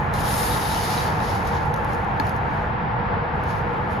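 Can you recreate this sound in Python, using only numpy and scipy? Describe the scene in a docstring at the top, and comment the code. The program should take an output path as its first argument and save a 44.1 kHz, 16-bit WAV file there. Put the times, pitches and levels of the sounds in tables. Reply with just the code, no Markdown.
"""A plastic fan rake sweeps dry leaves over artificial turf: one long hissing stroke, a lighter flick at 1 s.
From 1.5 s the rake is lifted and turned with a few dry clacks.
Shoes then scuff the turf as it is carried to the fence, with a pause near 3 s.
Throughout, a steady distant drone like traffic and machinery lies under the close raking."""
import sys
import numpy as np
from scipy import signal
from scipy.fft import rfft, irfft, next_fast_len
from scipy.io import wavfile
from scipy.ndimage import uniform_filter1d, map_coordinates

SR = 44100
rng = np.random.default_rng(int(sys.argv[2]) if len(sys.argv) > 2 else 0)


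def dump(signal):
    """Clip the signal to [-1, 1] and save it as 16-bit WAV at the path in sys.argv[1]."""
    limited = np.clip(np.atleast_2d(signal).T, -1, 1)
    pcm = np.round(limited * 32767).astype(np.int16)
    wavfile.write(sys.argv[1], SR, pcm)


N = 176400

# grain spectra of turf blades, leaves and snapping leaf edges: f/Hz, relative density/dB
TURF_SPECTRUM = [(1500, -41.5), (4500, -25), (7000, -3.5), (8500, 4.5), (10800, -1.5), (12200, -0.5),
                 (13200, -11.5), (14500, 0.5), (15600, -7.5)]
LEAF_SPECTRUM = [(300, -14.5), (900, -10.5), (2000, 2.5), (2800, -0.5), (3700, -1), (5200, -0.5),
                 (6600, -8), (9000, -14.5), (15000, -22)]
CRACKLE_SPECTRUM = [(500, -16.5), (3500, -2), (7000, 2.5), (11000, -4), (15500, -7.5)]


def sweep(fade_db_per_s=149):
    """Tines flick the plastic blades, sing a little and push crackling leaves ahead of them."""
    # stroke envelope: t/s, turf level/dB, leaf level/dB
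    strokes = [(0.115, -74.5, -69), (0.143, -47, -44.5), (0.175, -45.5, -43), (0.21, -38.5, -40),
               (0.225, -45.5, -44.5), (0.255, -37.5, -36), (0.31, -34, -36), (0.44, -34, -36.5),
               (0.58, -38.5, -37.5), (0.975, -41.5, -35.5), (1.16, -56.5, -47.5), (1.29, -48, -41),
               (1.45, -58.5, -50), (1.485, -53.5, -45.5), (1.57, -62.5, -46), (1.72, -69, -62.5)]
    t = np.arange(N) / SR
    knots_s, turf_db, leaf_db = np.transpose(strokes)
    outside_s = np.abs(t - np.clip(t, knots_s[0], knots_s[-1]))
    catch_db = 0.89 * wobble(45.5) - fade_db_per_s * outside_s
    turf_gain = amp(np.interp(t, knots_s, turf_db) + 3.5)
    turf = turf_gain * grains(TURF_SPECTRUM, per_s=9000, spread_db=1.5)
    rustle = grains(LEAF_SPECTRUM, per_s=3000, spread_db=1)
    leaf_gain = amp(np.interp(t, knots_s, leaf_db) + 1 + 0.64 * wobble(59.9))
    leaves = leaf_gain * (rustle + amp(-5.5) * tines() + amp(-12) * crackle())
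    return amp(catch_db) * (turf + leaves)


def tines(grip_db=4):
    """Dragged tines ring louder or softer as they grip and slip on the turf."""
    # tine resonances: f/Hz, width/Hz, relative level/dB
    resonances = [(3000, 260, -1.5), (3550, 25, -6.5), (3800, 200, 1.5), (4500, 50, -3.5),
                  (4710, 150, -6.5), (5200, 220, -1.5), (6230, 20, -8.5), (6800, 430, -7.5)]
    out = np.zeros((2, N))
    for centre_hz, width_hz, db in resonances:
        def resonator(hz):
            damping = 1j * hz * width_hz
            return damping / (centre_hz ** 2 - hz ** 2 + damping)
        ring = filtered(rng.standard_normal((2, N)), resonator)
        out += amp(db + grip_db * wobble(22)) * unit(ring)
    return unit(out)


def crackle():
    """Sparse snaps of dry leaf edges."""
    return grains(CRACKLE_SPECTRUM, per_s=120, spread_db=3)


def pings(t60_s=0.018, attack_s=0.00055, phase_step_rad=0.13):
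    """A snagged tine springs free with a short, dull ping."""
    # tine releases: t/s, f/Hz, level/dB
    releases = [(0.189, 2980, -24.5), (0.255, 5300, -31), (0.276, 3300, -29), (0.341, 5300, -25),
                (0.367, 6500, -29.5), (0.977, 4030, -22), (0.985, 3750, -23.5), (1.203, 3850, -30.5)]
    out = np.zeros((2, N + SR))
    t = np.arange(SR // 8) / SR
    attack = 1 - np.exp(-t / attack_s)
    for at_s, hz, db in releases:
        start = round(at_s * SR)
        phase = 2 * np.pi * (hz * t + rng.random((2, 1)))
        roughness = phase_step_rad * np.cumsum(rng.standard_normal((2, len(t))), axis=1)
        out[:, start:start + len(t)] += amp(db - 60 * t / t60_s) * attack * np.sin(phase + roughness)
    return out[:, :N]


def clacks(splinter_t60_s=0.0077, shiver_t60_s=0.099, attack_s=0.00016):
    """Each knock: a sharp snap with a splintery edge, a shiver of the tines, the rake's damped ring."""
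    # knocks: t/s, level/dB, relative body level/dB, relative shiver level/dB
    knocks = [(0.1394, -26, -6, -22), (1.473, -28, -13, -18), (1.7415, -27.5, -38, -44),
              (1.7632, -32, -30, -39), (1.774, -38, -26, -39), (1.8473, -33, -24, -37),
              (1.9344, -32, -18, -27), (1.948, -36.5, -18, -21), (2.0463, -38.5, -24, -39),
              (2.199, -24.5, 6, -18), (2.2685, -33.5, -8, -24), (2.2948, -29, -6, -32),
              (2.3645, -38.5, -17, -22.5), (3.4378, -35, -26, -40)]
    # fan and handle modes: f/Hz, level/dB, T60/s
    modes = [(190, -4.5, .06), (283, -1, 0.074), (700, -8, .016), (872, 2, 0.092), (1700, -0.5, .03),
             (2230, -5, .016), (2650, -14, .016), (3680, -10.5, 0.016), (4180, -7, .016), (4840, -9, .012)]
    # colour of a plastic snap: f/Hz, gain/dB
    snap_colour = [(500, -5), (3500, 2.5), (7000, 1.5), (11000, -4), (15500, -5)]
    snaps, rattle, rings = np.zeros((3, 2, N + SR))
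    t = np.arange(SR // 4) / SR
    attack = 1 - np.exp(-t / attack_s)
    for at_s, db, body_db, shiver_db in knocks:
        start = round(at_s * SR)
        span = slice(start, start + len(t))
        snaps[0, start] = amp(db + 12)  # mid channel only
        splinter = amp(-4 - 60 * t / splinter_t60_s)
        shiver = amp(shiver_db - 60 * t / shiver_t60_s)
        rattle[:, span] += amp(db) * (splinter + shiver) * rng.standard_normal((2, len(t)))
        ring = sum(amp(mode_db - 60 * t / t60_s) * np.sin(2 * np.pi * (hz * t + rng.random((2, 1))))
                   for hz, mode_db, t60_s in modes)
        rings[:, span] += amp(db + body_db) * attack * ring
    return filtered((snaps + rattle)[:, :N], lambda hz: amp(along(snap_colour, hz))) + rings[:, :N]


def scuffs():
    """Shoes and tines rub briefly on turf and leaves."""
    # rubs: t/s, level/dB, 20 dB rise/s, 20 dB fall/s, relative turf level/dB
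    rubs = [(1.655, -56.5, .02, .04, 2.5), (1.79, -58, .04, .08, -0.5), (1.92, -49.5, 0.13, 0.18, -5),
            (2.27, -47, 0.098, 0.1, -4), (2.365, -58, .03, .04, -2.5), (2.54, -56, 0.13, 0.21, -7.5),
            (2.83, -72, .05, .053, -2), (3.36, -69, .08, .12, 0), (3.505, -45, 0.075, 0.13, -7.5),
            (3.585, -57.5, .04, .06, -6.5), (3.74, -63.5, .09, .18, -2), (3.925, -52, .06, 0.089, -3)]
    t = np.arange(N) / SR
    turf = grains(TURF_SPECTRUM, per_s=5900, spread_db=4.5)
    leaves = grains(LEAF_SPECTRUM, per_s=5000, spread_db=1.5)
    out = np.zeros((2, N))
    for peak_s, db, rise_s, fall_s, turf_db in rubs:
        envelope = amp(db - 20 * np.maximum((peak_s - t) / rise_s, (t - peak_s) / fall_s))
        out += envelope * (leaves + amp(turf_db) * turf)
    return out


def stir():
    """Cloth and leaves rustle faintly, pausing while the rake is held still."""
    # rustle envelope: t/s, level/dB
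    envelope = [(0, -55.5), (0.11, -64), (1.6, -60), (2, -62), (2.45, -66.5), (2.68, -65), (2.78, -83),
                (3.28, -82), (3.45, -64), (3.8, -70), (4, -66)]
    level_db = np.interp(np.arange(N) / SR, *np.transpose(envelope)) + 1.2 * wobble(25)
    return amp(level_db) * grains(CRACKLE_SPECTRUM, per_s=4000, spread_db=2.8)


def fence(x, t60_s=.09, delay_s=.004, gain_db=-15):
    """Short, weak reflection from the screened fence."""
    t = np.arange(SR // 4) / SR
    tail = rng.standard_normal((2, len(t))) * amp(-60 * t / t60_s) * (t > delay_s)
    return amp(gain_db) * signal.fftconvolve(x, tail / np.linalg.norm(tail[0]), axes=1)[:, :N]


def drone():
    """Far traffic and machinery: dull bed, narrow humps, two swelling moans, faint hum."""
    # broad bed: f/Hz, relative density/dB
    bed_spectrum = [(20, -17.5), (35, -11.5), (52, 1.5), (70, -3), (90, 2), (140, 0), (210, -6), (245, -10),
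                    (400, -10.5), (540, -12), (760, -5), (1000, -6), (1200, -9.5), (1650, -12), (2200, -19),
                    (3200, -31), (5000, -44.5), (6800, -64.5), (15000, -76)]
    # steady bands: f/Hz, half-width/Hz, level/dB
    humps = [(140, 34, -41), (206.4, 11, -40.5), (1370, 37, -42), (1708, 39, -44.5)]
    # moaning bands: f/Hz, half-width/Hz, level/dB
    moans = [(480.8, 23.5, -38), (865, 64, -31)]
    # moan swells: t/s, low band gain/dB, high band gain/dB
    swells = [(0.15, -3, -.5), (0.42, 3.5, -1), (0.7, -3.5, 2.5), (0.92, -1.5, -1.5), (1.3, 0, 1),
              (1.75, 4, 1.5), (2.35, -3, .5), (2.7, -1.5, -1), (3.28, 5, -.5), (3.54, -0.5, -2),
              (3.72, 5.5, -.5), (4, 1, -1.5)]
    # machine tones: f/Hz, level/dB
    hum = [(151.7, -42), (1802, -55)]
    # overall drift: t/s, gain/dB
    drift = [(0, 0.5), (1, 0.54), (1.9, 0), (2.7, -0.5), (4, -0.2)]
    # left-right likeness: f/Hz, coherence
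    coherence = [(50, 1), (150, 0.91), (300, 0.77), (490, 0.61), (620, 0.51), (880, 0.22), (1200, 0.14),
                 (1390, -0.15), (1600, 0.01), (2500, 0.21), (3600, 0.53), (6000, 0.87)]
    # stereo tilt: f/Hz, left minus right/dB
    balance = [(30, -1), (140, -3), (300, -1.5), (700, 1.2), (1500, 0.5), (4000, 2), (7000, 1)]
    t = np.arange(N) / SR
    out = amp(-24.5 + .5 * wobble(7.03)) * coloured(rng.standard_normal((2, N)), bed_spectrum)
    for centre_hz, half_width_hz, db in humps:
        out += amp(db) * steady_band(centre_hz, half_width_hz)
    knots_s, *swells_db = np.transpose(swells)
    for (centre_hz, half_width_hz, db), swell_db in zip(moans, swells_db):
        out += amp(db + np.interp(t, knots_s, swell_db)) * steady_band(centre_hz, half_width_hz)
    for hz, db in hum:
        out[0] += amp(db) * np.sqrt(2) * np.sin(2 * np.pi * hz * t + .6 * wobble(3))
    gain = amp(np.interp(t, *np.transpose(drift)))
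    return panned(gain * spread(out, coherence), balance)


def steady_band(centre_hz, half_width_hz, window_s=.2):
    """Narrow noise band held near rms 1."""
    band = filtered(rng.standard_normal((2, N)),
                    lambda hz: 1 / (1 + ((hz - centre_hz) / half_width_hz) ** 2))
    power = np.abs(uniform_filter1d(band ** 2, int(window_s * SR), axis=1))
    return band / np.sqrt(power + 1e-20)


def grains(spectrum, per_s, spread_db):
    """Two streams of tiny snaps, random in time and size, at rms 1."""
    hits = rng.random((2, N)) < per_s / SR
    sizes = amp(spread_db * np.minimum(rng.exponential(size=(2, N)), 5))
    return coloured(hits * sizes * rng.choice([-1, 1], (2, N)), spectrum)


def amp(db):
    """Decibels to gain."""
    return 10 ** (np.asarray(db) / 20)


def unit(x):
    """Scale to rms 1."""
    return x / np.sqrt(np.mean(x ** 2) + 1e-20)


def along(points, hz):
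    """Interpolate (f/Hz, value) points on a log axis."""
    knots_hz, values = np.transpose(points)
    return np.interp(np.log(hz + 1), np.log(knots_hz + 1), values)


def wobble(knots_per_s):
    """Smooth random curve, rms about 1."""
    knots = rng.standard_normal(int(N * knots_per_s / SR) + 4)
    return map_coordinates(knots, [np.arange(N) * knots_per_s / SR])


def filtered(x, response):
    """Apply a complex frequency response."""
    size = next_fast_len(N + SR // 2)
    return irfft(rfft(x, size) * response(np.fft.rfftfreq(size, 1 / SR)), size)[..., :N]


def coloured(x, spectrum):
    """Shape by a spectrum, at rms 1."""
    return unit(filtered(x, lambda hz: amp(along(spectrum, hz))))


def spread(pair, coherence):
    """Mix two unrelated signals as mid and side to a given left-right coherence."""
    def weights(hz):
        angle = np.arccos(np.clip(along(coherence, hz), -1, 1)) / 2
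        return np.array([np.cos(angle), np.sin(angle)])
    mid, side = filtered(pair, weights)
    return np.array([mid + side, mid - side])


def panned(x, balance):
    """Tilt a stereo pair left or right by frequency."""
    return filtered(x, lambda hz: amp(along(balance, hz) * np.array([[.5], [-.5]])))


def scene():
    """The raking, slightly left, in front of the drone."""
    # left-right likeness of near sounds: f/Hz, coherence
    coherence = [(300, 0.78), (1400, .1), (2800, .35), (3700, .7), (4500, .5), (5100, 0.17), (6000, .5),
                 (7400, 1)]
    # their stereo tilt: f/Hz, left minus right/dB
    balance = [(500, 0), (2000, 1), (3500, 2), (5500, 3), (6900, 0), (15000, 0)]
    near = sweep() + pings() + scuffs() + clacks() + stir()
    return panned(spread(near + fence(near), coherence), balance) + drone()


def record(dry):
    """Band-limited stereo, left and right in or out of phase by frequency in the treble."""
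    # left-right phase: f/Hz, phase/half turns
    stereo_phase = [(5500, 0), (6800, .15), (7550, 1), (8900, 1), (9500, 1.35), (10400, 2), (12700, 2),
                    (13200, 2.4), (13750, 3)]
    top_hz = 15650

    def response(hz):
        phase_rad = np.pi * along(stereo_phase, hz) * np.array([[.5], [-.5]])
        return np.exp(1j * phase_rad) * (hz < top_hz)
    return filtered(dry, response)


dry = scene()
out = record(dry)
dump(out)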